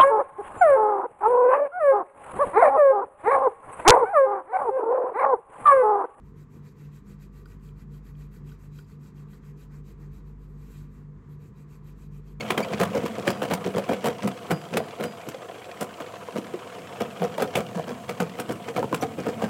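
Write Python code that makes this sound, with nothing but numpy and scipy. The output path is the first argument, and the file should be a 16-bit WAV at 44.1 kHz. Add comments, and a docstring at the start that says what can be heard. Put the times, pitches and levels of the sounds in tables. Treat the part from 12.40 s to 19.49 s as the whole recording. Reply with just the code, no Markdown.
"""In a steel trough a wheeled toboggan runs downhill, heard from the seat.
At each joint the wheels chatter: filtered impact trains make the shell thud and knock and loose fittings clatter.
Decaying modes and noise bursts add clicks, taps, hollow panel knocks, booming landings and steel pings.
Shaped noise makes the gritty rolling; wavering tones make the drone in the bends and the short squeaks.
The blows also excite the trough, which rings on as decaying noise."""
import sys
import numpy as np
from scipy import signal
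from scipy.fft import rfft, irfft, next_fast_len
from scipy.io import wavfile
from scipy.ndimage import uniform_filter1d, map_coordinates

SR = 44100
rng = np.random.default_rng(int(sys.argv[2]) if len(sys.argv) > 2 else 0)


def file_out(sig):
    """Save sig as 16-bit WAV at sys.argv[1]."""
    # one column per channel
    cols = np.atleast_2d(sig).T
    # limit, then scale
    lim = np.clip(cols, -1, 1)
    pcm = np.round(lim * 32767).astype(np.int16)
    wavfile.write(sys.argv[1], SR, pcm)


N = 312669
TOP_HZ = 15900  # upper band limit


def amp(db):
    """Level law: decibels to amplitude gain."""
    return 10 ** (np.asarray(db) / 20)


def unit(x):
    """Power normalisation: scale to rms 1."""
    return x / np.sqrt(np.mean(x ** 2) + 1e-20)


def along(points, hz):
    """Logarithmic pitch scale: interpolate (frequency, value) points on a log axis."""
    f, value = np.transpose(points)
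    return np.interp(np.log(hz + 1), np.log(f + 1), value)


def wobble(rate):
    """Slow random modulation: a smooth curve with rate knots a second."""
    knots = rng.standard_normal(size=8192)
    return map_coordinates(knots, [np.arange(N) * rate / SR], mode="wrap")


def add(track, s, x):
    """Superposition: mix x into the track from time s."""
    i = int(min(round(s * SR), N - 1))
    x, i = x[max(-i, 0):], max(i, 0)
    track[i:i + len(x)] += x[:N - i]


# resonances of the sled's shell: f/Hz, width/Hz, lift/dB
SHELL_MODES = [(181.4, 395, 6), (484.6, 116, 13), (711, 130, 10), (988, 270, 6), (1274, 180, 4),
               (1516, 270, 2.5), (2210, 120, 5), (2400, 140, 3.5), (3035, 1000, 7.5), (7570, 720, 2)]
# above this pitch the modes crowd, and only this share of the change from place to place is left
VARY_TOP_HZ, VARY_TREBLE = 3450, 0.65


def shell(spectrum, vary_db=0, size=4096):
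    """Minimum-phase resonance: the shell's causal impulse response, its modes favoured differently at each place."""
    hz = np.fft.rfftfreq(size, 1 / SR)
    db = along(spectrum, hz)
    for f, width, lift in SHELL_MODES:
        db = db + lift / (1 + (2 * (hz - f) / width) ** 2)
    place = rng.standard_normal(size=64)
    colour = np.interp(np.sqrt(hz / hz[-1]), np.linspace(0, 1, len(place)), place)
    db = db + vary_db * np.where(hz < VARY_TOP_HZ, 1, VARY_TREBLE) * colour
    # folding the cepstrum onto positive times makes the response causal
    cepstrum = irfft(np.log(amp(db)))
    cepstrum[1:size // 2] *= 2
    cepstrum[size // 2 + 1:] = 0
    return irfft(np.exp(rfft(cepstrum)))[:size // 2]


def impacts(rate, spread_db, size):
    """Shot noise: random tiny impacts, rate a second on average, of scattered strength."""
    hit = rng.random(size) < rate / SR
    strength = amp(spread_db * np.clip(rng.standard_normal(size), -2, 2))
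    return hit * np.sign(rng.standard_normal(size)) * strength


# wheels jolting over joints and dents: t/s, length/s, knock level/dB, weight (thud over knock before its trim)/dB
JOLTS = [(0.106, 0.0039, -23.5, 3), (0.179, 0.032, -26, -0.5), (0.321, 0.017, -30.5, 5.5),
         (0.395, 0.038, -25, -2), (0.547, 0.032, -24, -0.5), (0.63, 0.023, -31, 6.5),
         (.779, 0.023, -31.5, -1), (0.866, 0.028, -22.5, 0), (1.015, 0.033, -25.5, -5),
         (1.104, 0.024, -24, -2), (1.25, 0.032, -28.5, 1.5), (1.347, 0.043, -26.5, 0.5),
         (1.487, 0.039, -25.5, 2), (1.64, 0.051, -24.5, -2), (1.826, 0.054, -32, 6),
         (2.105, 0.016, -20.5, -1), (2.321, 0.058, -31, 4.5), (2.595, 0.063, -30.5, 0.5),
         (2.862, 0.02, -41.5, 10), (3.409, 0.016, -27, -2), (3.601, 0.013, -31.5, -4.5),
         (3.953, 0.033, -29.5, 3), (4.603, 0.017, -23, -3), (4.811, 0.04, -25.5, -3),
         (4.996, 0.049, -27.5, -3), (5.154, 0.051, -26, -5.5), (5.345, 0.054, -32.5, -4.5),
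         (5.47, 0.044, -34, 2), (5.689, 0.028, -32, -5), (5.798, 0.032, -26, -2), (5.982, 0.024, -31.5, 0),
         (6.09, 0.023, -28.5, 3.5), (6.271, 0.029, -31.5, -9), (6.359, 0.037, -27, -2),
         (6.429, 0.0078, -35, 14.5), (6.526, 0.0074, -25.5, 6.5), (6.62, 0.018, -22, -4),
         (6.78, 0.027, -31.5, 4), (6.863, 0.027, -26, 1), (7.017, 0.035, -26, -4)]
CONTACT_SHARE = 0.99  # part of a jolt in which the wheels hammer; the rest dies away
HOLD_CHANGE_DB = -1.5  # the hammering eases by this much through the contact
LEAD_DB, LEAD_S = -11, 0.016  # the wheels meet the lip first: strength against the jolt, rise time


def chatter(levels_db, spectrum, rate, spread_db, vary_db, attack, release, count=3, size=6144):
    """Source-filter principle: bursts of impacts, shared among count differently coloured parts of the shell."""
    early = .03  # room for the lead-in, s
    out, t = np.zeros(N), np.arange(size) / SR - early
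    after = np.maximum(t, 0)
    lead_in = amp(LEAD_DB) * np.exp(np.minimum(t, 0) / LEAD_S)
    rise = np.maximum(1 - np.exp(-after / attack), lead_in)
    for (s, length, *_), db in zip(JOLTS, levels_db):
        hold = CONTACT_SHARE * length
        easing = amp(HOLD_CHANGE_DB * np.minimum(after / hold, 1))
        contact = rise * easing * np.exp(-np.maximum(t - hold, 0) / release)
        hammering = unit(impacts(rate, spread_db, size))
        force = contact * (hammering + .2 * rng.standard_normal(size))
        part = rng.integers(count, size=size)
        burst = sum(signal.fftconvolve(force * (part == k), shell(spectrum, vary_db)) for k in range(count))
        # the burst's energy equals that of its level held for its length
        add(out, s - early, amp(db) * burst * np.sqrt(length * SR / np.sum(burst ** 2)))
    return out


# spectra that drive the shell in a jolt, each: f/Hz, relative level/dB
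THUD = [(50, -72.5), (70, -22), (100, -9), (160, -1), (220, 0.5), (300, -4.5), (420, -6), (800, -70)]
KNOCK = [(120, -42), (260, -15.5), (400, -1.5), (560, 2), (800, -5.5), (1300, -7.5), (1800, -12),
         (2800, -19), (6000, -28)]
CLATTER = [(700, -21.5), (1700, 9), (3000, -10), (3900, -1), (6000, 1), (10000, -7.5), (16000, -38)]
CLATTER_DB, CLATTER_GROWS = -23, 0.78  # answer to a 0 dB jolt; dB of clatter per dB of jolt


def jolts():
    """Impact excitation: every jolt knocks, heavier bounces thud more, and fittings clatter even at light ones."""
    _, _, db, weight_db = np.transpose(JOLTS)
    thud = chatter(db + weight_db, THUD, rate=430, spread_db=4.5, vary_db=0.5,
                   attack=0.0022, release=0.0077, count=1)
    knock = chatter(db, KNOCK, rate=340, spread_db=1.5, vary_db=4, attack=0.0018, release=0.011)
    clatter = chatter(CLATTER_DB + CLATTER_GROWS * db, CLATTER, rate=130, spread_db=3, vary_db=6.5,
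                      attack=0.002, release=0.011)
    return amp(-2) * thud + knock + clatter


# hard contacts of loose fittings: t/s, relative level/dB, relative snap level/dB
CLICKS = [(0.1053, -10.5, -31), (0.178, -11, -33), (0.4002, -19, -35), (0.4122, -13.5, -33),
          (0.4337, -13, -33), (0.661, -21, -40), (0.8773, -10.5, -33), (0.9034, -20, -33.5),
          (1.029, -22, -40.5), (1.1129, -17, -44), (1.1364, -16.5, -28.5), (1.382, -18, -37),
          (1.534, -23, -42), (1.657, -17, -32.5), (1.669, -23.5, -35.5), (1.8753, -17, -35.5),
          (2.113, -17.5, -34.5), (2.371, -11, -29), (2.6378, -19, -37), (2.8877, -26, -38),
          (3.4099, -25, -32.5), (3.428, -26, -36), (3.9826, -28.5, -44), (4.9802, -21, -41.5),
          (5.0221, -15, -32.5), (5.1549, -11, -30), (5.1704, -33, -34), (5.6938, -19.5, -39),
          (5.802, -16.5, -37), (5.9989, -22.5, -32.5), (6.122, -32, -41), (6.3635, -18, -43),
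          (6.545, -16, -32), (6.6204, -28, -39)]
# spectra of the shell's clack and the bright snap, each: f/Hz, relative level/dB
CLACK = [(50, -13), (200, 4), (500, 3.5), (1500, 5.5), (3000, -4), (4500, -5.5), (8000, -30), (16000, -21)]
SNAP = [(2000, -26), (5000, -3), (9000, -2.5), (16000, -8.5)]
# a fitting falls back once, more softly: mean delay's log centre, its log scatter, loss
REBOUND_S, REBOUND_SCATTER, REBOUND_LOSS_DB = 0.011, .25, 11
# each strike rings a few modes within about an octave of this pitch
FITTING_HZ, FITTING_T60_S, FITTING_DB = 1693, 0.033, -17.5


def clicks(size=3072, lead=0.0036):
    """Collision with restitution: a brief graze, then clack, bright snap and short modal ring; then one rebound."""
    out, t = np.zeros(N), np.arange(size) / SR - lead
    after = np.maximum(t, 0)

    def crack(spectrum, t60):
        """Transient excitation: a decaying noise burst filtered by the shell."""
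        graze = 0.38 * np.exp(np.minimum(t, 0) / 0.0015)
        contact = graze + 1 - np.exp(-after / 0.0023)
        burst = rng.standard_normal(size) * contact * amp(-60 * after / t60)
        x = signal.fftconvolve(burst, shell(spectrum, vary_db=3))[:size]
        return x / np.sqrt(np.sum(x ** 2) / (0.0022 * SR))

    def ring(count=3):
        """Modal decay: a few damped sines begin at contact."""
        hz = FITTING_HZ * 2 ** rng.uniform(-1.038, 1, (count, 1))
        return np.sin(2 * np.pi * hz * after).sum(axis=0) * amp(-60 * after / FITTING_T60_S)

    def strike(db, snap_db):
        """Superposition: ring, clack and snap of one contact."""
        clack = amp(db - 4.0) * crack(CLACK, t60=0.018)
        snap = amp(snap_db + 2.5) * crack(SNAP, t60=0.025)
        return amp(db + FITTING_DB) * ring() + clack + snap

    for s, db, snap_db in CLICKS:
        flight = REBOUND_S * np.exp(REBOUND_SCATTER * rng.standard_normal())
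        add(out, s - lead, strike(db, snap_db))
        add(out, s - lead + flight, amp(-REBOUND_LOSS_DB) * strike(db, snap_db))
    return out


# single hollow knocks of panels under load: t/s, f/Hz, relative level/dB
BONKS = [(.413, 480, -6), (.549, 603, -17), (1.384, 547, -11.5), (1.491, 690, -14), (1.644, 610, -14),
         (1.838, 197.3, -19), (2.372, 442, -11), (2.403, 670, -14), (2.617, 488, -20), (2.797, 697, -25),
         (2.944, 540, -22.5), (3.097, 700, -23), (3.739, 1030, -23.5), (3.886, 990, -20),
         (4.138, 366, -18.5), (4.833, 490, -11), (4.982, 614, -12.5), (5.022, 435, -11.5),
         (5.396, 680, -15), (6.379, 705, -11), (6.397, 520, -19), (6.429, 900, -9.5), (6.442, 910, -16),
         (6.528, 1025, -7), (6.53, 461, -18), (6.631, 476, -10.5), (7.035, 223, -17)]
# what a struck panel rings with: multiple of its pitch, level/dB
PANEL_MODES = [(.66, -11), (1, 1), (1.45, -10.5)]
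PANEL_T60_S, PANEL_DAMPING = 0.039, 1.4  # ring time at 500 Hz; it falls with this power of the pitch


def bonks(knock_db=-9):
    """Damped plate modes: a broad knock and short modes that sag as the load comes off; low panels ring longest."""
    out, t = np.zeros(N), np.arange(SR // 3) / SR
    for s, hz, db in BONKS:
        t60 = PANEL_T60_S * (500 / hz) ** PANEL_DAMPING
        sag = 1 + 0.072 * np.exp(-t / 0.0011)
        phase = 2 * np.pi * np.cumsum(hz * sag) / SR
        ring = sum(amp(level) * np.sin(ratio * phase) for ratio, level in PANEL_MODES)
        add(out, s, amp(db - 60 * t / t60) * (1 - np.exp(-t / 0.002)) * ring)
        knock = shell(KNOCK, vary_db=1)
        add(out, s, amp(db + knock_db) * knock / np.abs(knock).max())
    return out


# the sled lands heavily and its seat booms: t/s, peak level/dB
THUMPS = [(0.405, -21.5), (1.109, -24.5), (2.097, -21.5), (3.952, -31), (4.797, -29.5), (5.151, -31),
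          (5.353, -23.5), (5.797, -25), (7.028, -30)]
# starting pitch, time to the peak, and fall of the pitch as the load comes off
THUMP_HZ, THUMP_RISE_S, THUMP_SAG_HZ_PER_S = 203.8, 0.018, 1000


def thumps():
    """Load-dependent resonance: a heavy landing sounds one low note that swells, sags and dies."""
    out, t = np.zeros(N), np.arange(SR // 7) / SR
    swell = (t / THUMP_RISE_S * np.exp(1 - t / THUMP_RISE_S)) ** 2
    phase = 2 * np.pi * np.cumsum(THUMP_HZ - THUMP_SAG_HZ_PER_S * t) / SR
    for s, db in THUMPS:
        add(out, s, amp(db) * swell * np.sin(phase))
    return out


# centre of a loose part's modes, ring time, contact noise against one mode
TAP_HZ, TAP_T60_S, TAP_CRACK_DB = 2396, 0.037, 1.5


def tap(count=4, size=2048):
    """Modal excitation: one light contact gives a tiny crack and a few short modes, peak 1."""
    t = np.arange(size) / SR
    hz = TAP_HZ * np.exp(rng.uniform(-0.45, 0.376, count))
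    ring = np.sin(2 * np.pi * np.outer(t, hz)).sum(axis=1)
    smoothed = np.convolve(rng.standard_normal(size), np.hanning(9), "same")
    crack = amp(TAP_CRACK_DB) * unit(smoothed)
    x = (ring + crack) * amp(-60 * t / TAP_T60_S)
    return x / np.abs(x).max()


# light taps of loose parts against the shell: t/s, peak level/dB
TAPS = [(.080, -33), (0.335, -19.5), (1.423, -31.5), (1.702, -28), (1.823, -27), (2.338, -23.5),
        (2.945, -28), (4.998, -26), (5.139, -27), (6.286, -27.5)]


def taps():
    """Isolated light impacts: loose parts tap the shell."""
    out = np.zeros(N)
    for s, db in TAPS:
        add(out, s, amp(db) * tap())
    return out


# brief rubs of the sled against the steel: t/s, length/s, f/Hz, level/dB
SQUEAKS = [(.003, 0.017, 2240, -35.5), (0.222, 0.024, 2340, -38), (6.608, 0.013, 5900, -42)]


def squeaks():
    """Stick-slip friction: the sled's edge gives a swelling, unsteady tone with overtones that dies again."""
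    out = np.zeros(N)
    waver = 1 + .028 * wobble(700)
    for s, length, hz, db in SQUEAKS:
        n = int(length * SR)
        phase = 2 * np.pi * np.cumsum(hz * waver[int(s * SR):][:n]) / SR
        tone = np.zeros(n)
        for k in range(6):
            if (k + 1) * hz < TOP_HZ:
                tone += amp(-7 * k) * np.sin((k + 1) * phase)
        add(out, s, amp(db) * unit(tone * np.hanning(n)))
    return out


# a small steel part left ringing: t/s, level/dB
PINGS = [(.878, -43.5), (1.877, -56), (2.113, -44.5), (2.373, -53), (2.658, -48.5)]
# its modes: f/Hz, level/dB, t60/s
STEEL = [(4877, 0, .38), (7725, -7, .14)]


def pings():
    """Free vibration: one steel part rings in lightly damped modes."""
    out, t = np.zeros(N), np.arange(SR // 2) / SR
    ring = sum(amp(db - 60 * t / t60) * np.sin(2 * np.pi * hz * t) for hz, db, t60 in STEEL)
    for s, db in PINGS:
        add(out, s, amp(db) * ring)
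    return out


# rolling between the joints: t/s, relative rumble level/dB, relative wheel level/dB
ROLL = [(0.0, -37.5, -32), (1.56, -46.5, -35.5), (1.89, -45, -38), (3.37, -51.5, -39), (4.9, -42, -36.5),
        (5.96, -42, -40), (7.09, -39, -37.5)]
# spectra of the rolling layers, each: f/Hz, relative level/dB
RUMBLE = [(50, -32), (70, -26), (92, 0.5), (170, 1.5), (260, -2), (380, -11.5), (700, -32.5)]
WHEELS = [(150, -24), (330, -3.5), (600, -3.5), (800, -6.5), (1150, -3.5), (1600, -9.5), (2050, -11.5),
          (3200, -16), (4200, -23), (8000, -42.5)]
HUM = [(420, -31.5), (490, -19), (560, -20.5), (695, -11), (900, -52)]  # hollow hum of the rolling wheels
HISS = [(2000, -67), (3800, 3), (6000, 4), (8000, 5), (10000, 0.5), (16000, -6)]
FIZZ = [(5000, -39), (10000, 4), (16000, -7)]


def rolling():
    """Roughness excitation: wheels on steel give a rush coloured by the shell, hum, hiss and ticking of loose parts."""
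    s, *levels = np.transpose(ROLL)
    rumble_db, wheel_db = [np.interp(np.arange(N) / SR, s, level) for level in levels]

    def rush(spectrum, sway_db, rate):
        """Filtered noise: a swaying random force drives the shell."""
        force = rng.standard_normal(N) * amp(sway_db * wobble(rate))
        return unit(signal.fftconvolve(force, shell(spectrum))[:N])

    rumble = amp(rumble_db - 3.5) * rush(RUMBLE, sway_db=0.5, rate=10)
    wheel_rush = patchy(rush(WHEELS, sway_db=2.5, rate=110), depth_db=2, size=(4, 6))
    wheels = amp(wheel_db - 4.5) * wheel_rush
    hum = amp(wheel_db - 10.5) * rush(HUM, sway_db=2.5, rate=25)
    # the hiss follows the wheels only a little; the finest fizz follows the rumble
    hiss_rush = patchy(rush(HISS, sway_db=.7, rate=90), depth_db=1.6, size=(7, 50))
    hiss = amp(0.39 * wheel_db - 43.5) * hiss_rush
    fizz_rush = patchy(rush(FIZZ, sway_db=1.5, rate=60), depth_db=2)
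    fizz = amp(0.77 * rumble_db - 42.0) * fizz_rush
    ticking = amp(wheel_db - 14.5) * jiggle()
    return rumble + wheels + hum + hiss + fizz + ticking


def patchy(x, depth_db, size=(5, 24)):
    """Time-varying filtering: a rush shifts colour as different patches of steel pass under the sled."""
    z = signal.stft(x, nperseg=512)[2]
    across_pitch = uniform_filter1d(rng.standard_normal(z.shape), size[0], 0)
    field = uniform_filter1d(across_pitch, size[1], 1)
    return unit(signal.istft(z * amp(depth_db * unit(field)), nperseg=512)[1][:N])


def jiggle(spread_db=2.7, count=330):
    """Jittered impact train: rolling keeps loose parts ticking unevenly, dozens of times a second."""
    out = np.zeros(N)
    scatter = np.clip(rng.standard_normal((count, 2)), -2, 2)
    for i, (shift, strength) in enumerate(scatter):
        add(out, (i + .5 * shift) * N / SR / count, amp(spread_db * strength) * tap())
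    return unit(out)


# the wheels drone when pressed into a bend: t/s, f/Hz, relative level/dB
DRONE = [(0, 217, -41), (1.42, 198.3, -42.5), (2.0, 181.6, -67), (5.5, 204.9, -50), (6.6, 225, -59),
         (7.09, 226.6, -35)]


def drone(octave_below_db=-13):
    """Frequency and amplitude modulation: the loaded wheels' low tone wavers, with a weaker one an octave below."""
    s, *columns = np.transpose(DRONE)
    hz, db = [np.interp(np.arange(N) / SR, s, c) for c in columns]
    phase = 2 * np.pi * np.cumsum(hz * (1 + .035 * wobble(22))) / SR
    main = np.sin(phase) * amp(2.5 * wobble(18))
    below = np.sin(phase / 2) * amp(octave_below_db + 2.5 * wobble(18))
    return amp(db) * unit(main + below)


# how long the trough rings: f/Hz, t60/s
TROUGH = [(170, 0.53), (500, 0.3), (2000, 0.15), (10000, 0.11)]


def trough(x, count=24):
    """Reverberant decay: the steel sheets ring on, differently in each of count stretches of the run."""
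    out = np.zeros(N)
    edges = np.linspace(0, N, count + 1).astype(int)
    for a, b in zip(edges, edges[1:]):
        hz, t, z = signal.stft(rng.standard_normal(SR // 2), SR, nperseg=256)
        decay = amp(-60 * t / along(TROUGH, hz)[:, None])
        tail = signal.istft(z * decay, SR, nperseg=256)[1]
        # the ringing follows 4 ms after the blow
        add(out, a / SR + .004, signal.fftconvolve(x[a:b], tail / np.linalg.norm(tail)))
    return out


def scene():
    """Superposition: the sled and the trough under it, as one channel."""
    blows = jolts() + clicks() + bonks() + thumps() + taps()
    mix = blows + squeaks() + pings() + rolling() + drone() + amp(-13) * trough(blows)
    return mix[None]


def record(dry, low_cut_hz=62):
    """Band limitation: a high-pass cuts the deep bass and nothing is kept from TOP_HZ upward."""
    x = signal.sosfilt(signal.butter(4, low_cut_hz, "highpass", fs=SR, output="sos"), dry)
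    m = next_fast_len(N + SR // 2)
    kept = np.fft.rfftfreq(m, 1 / SR) < TOP_HZ
    return irfft(rfft(x, m) * kept, m)[..., :N]


dry = scene()
out = record(dry)
file_out(out)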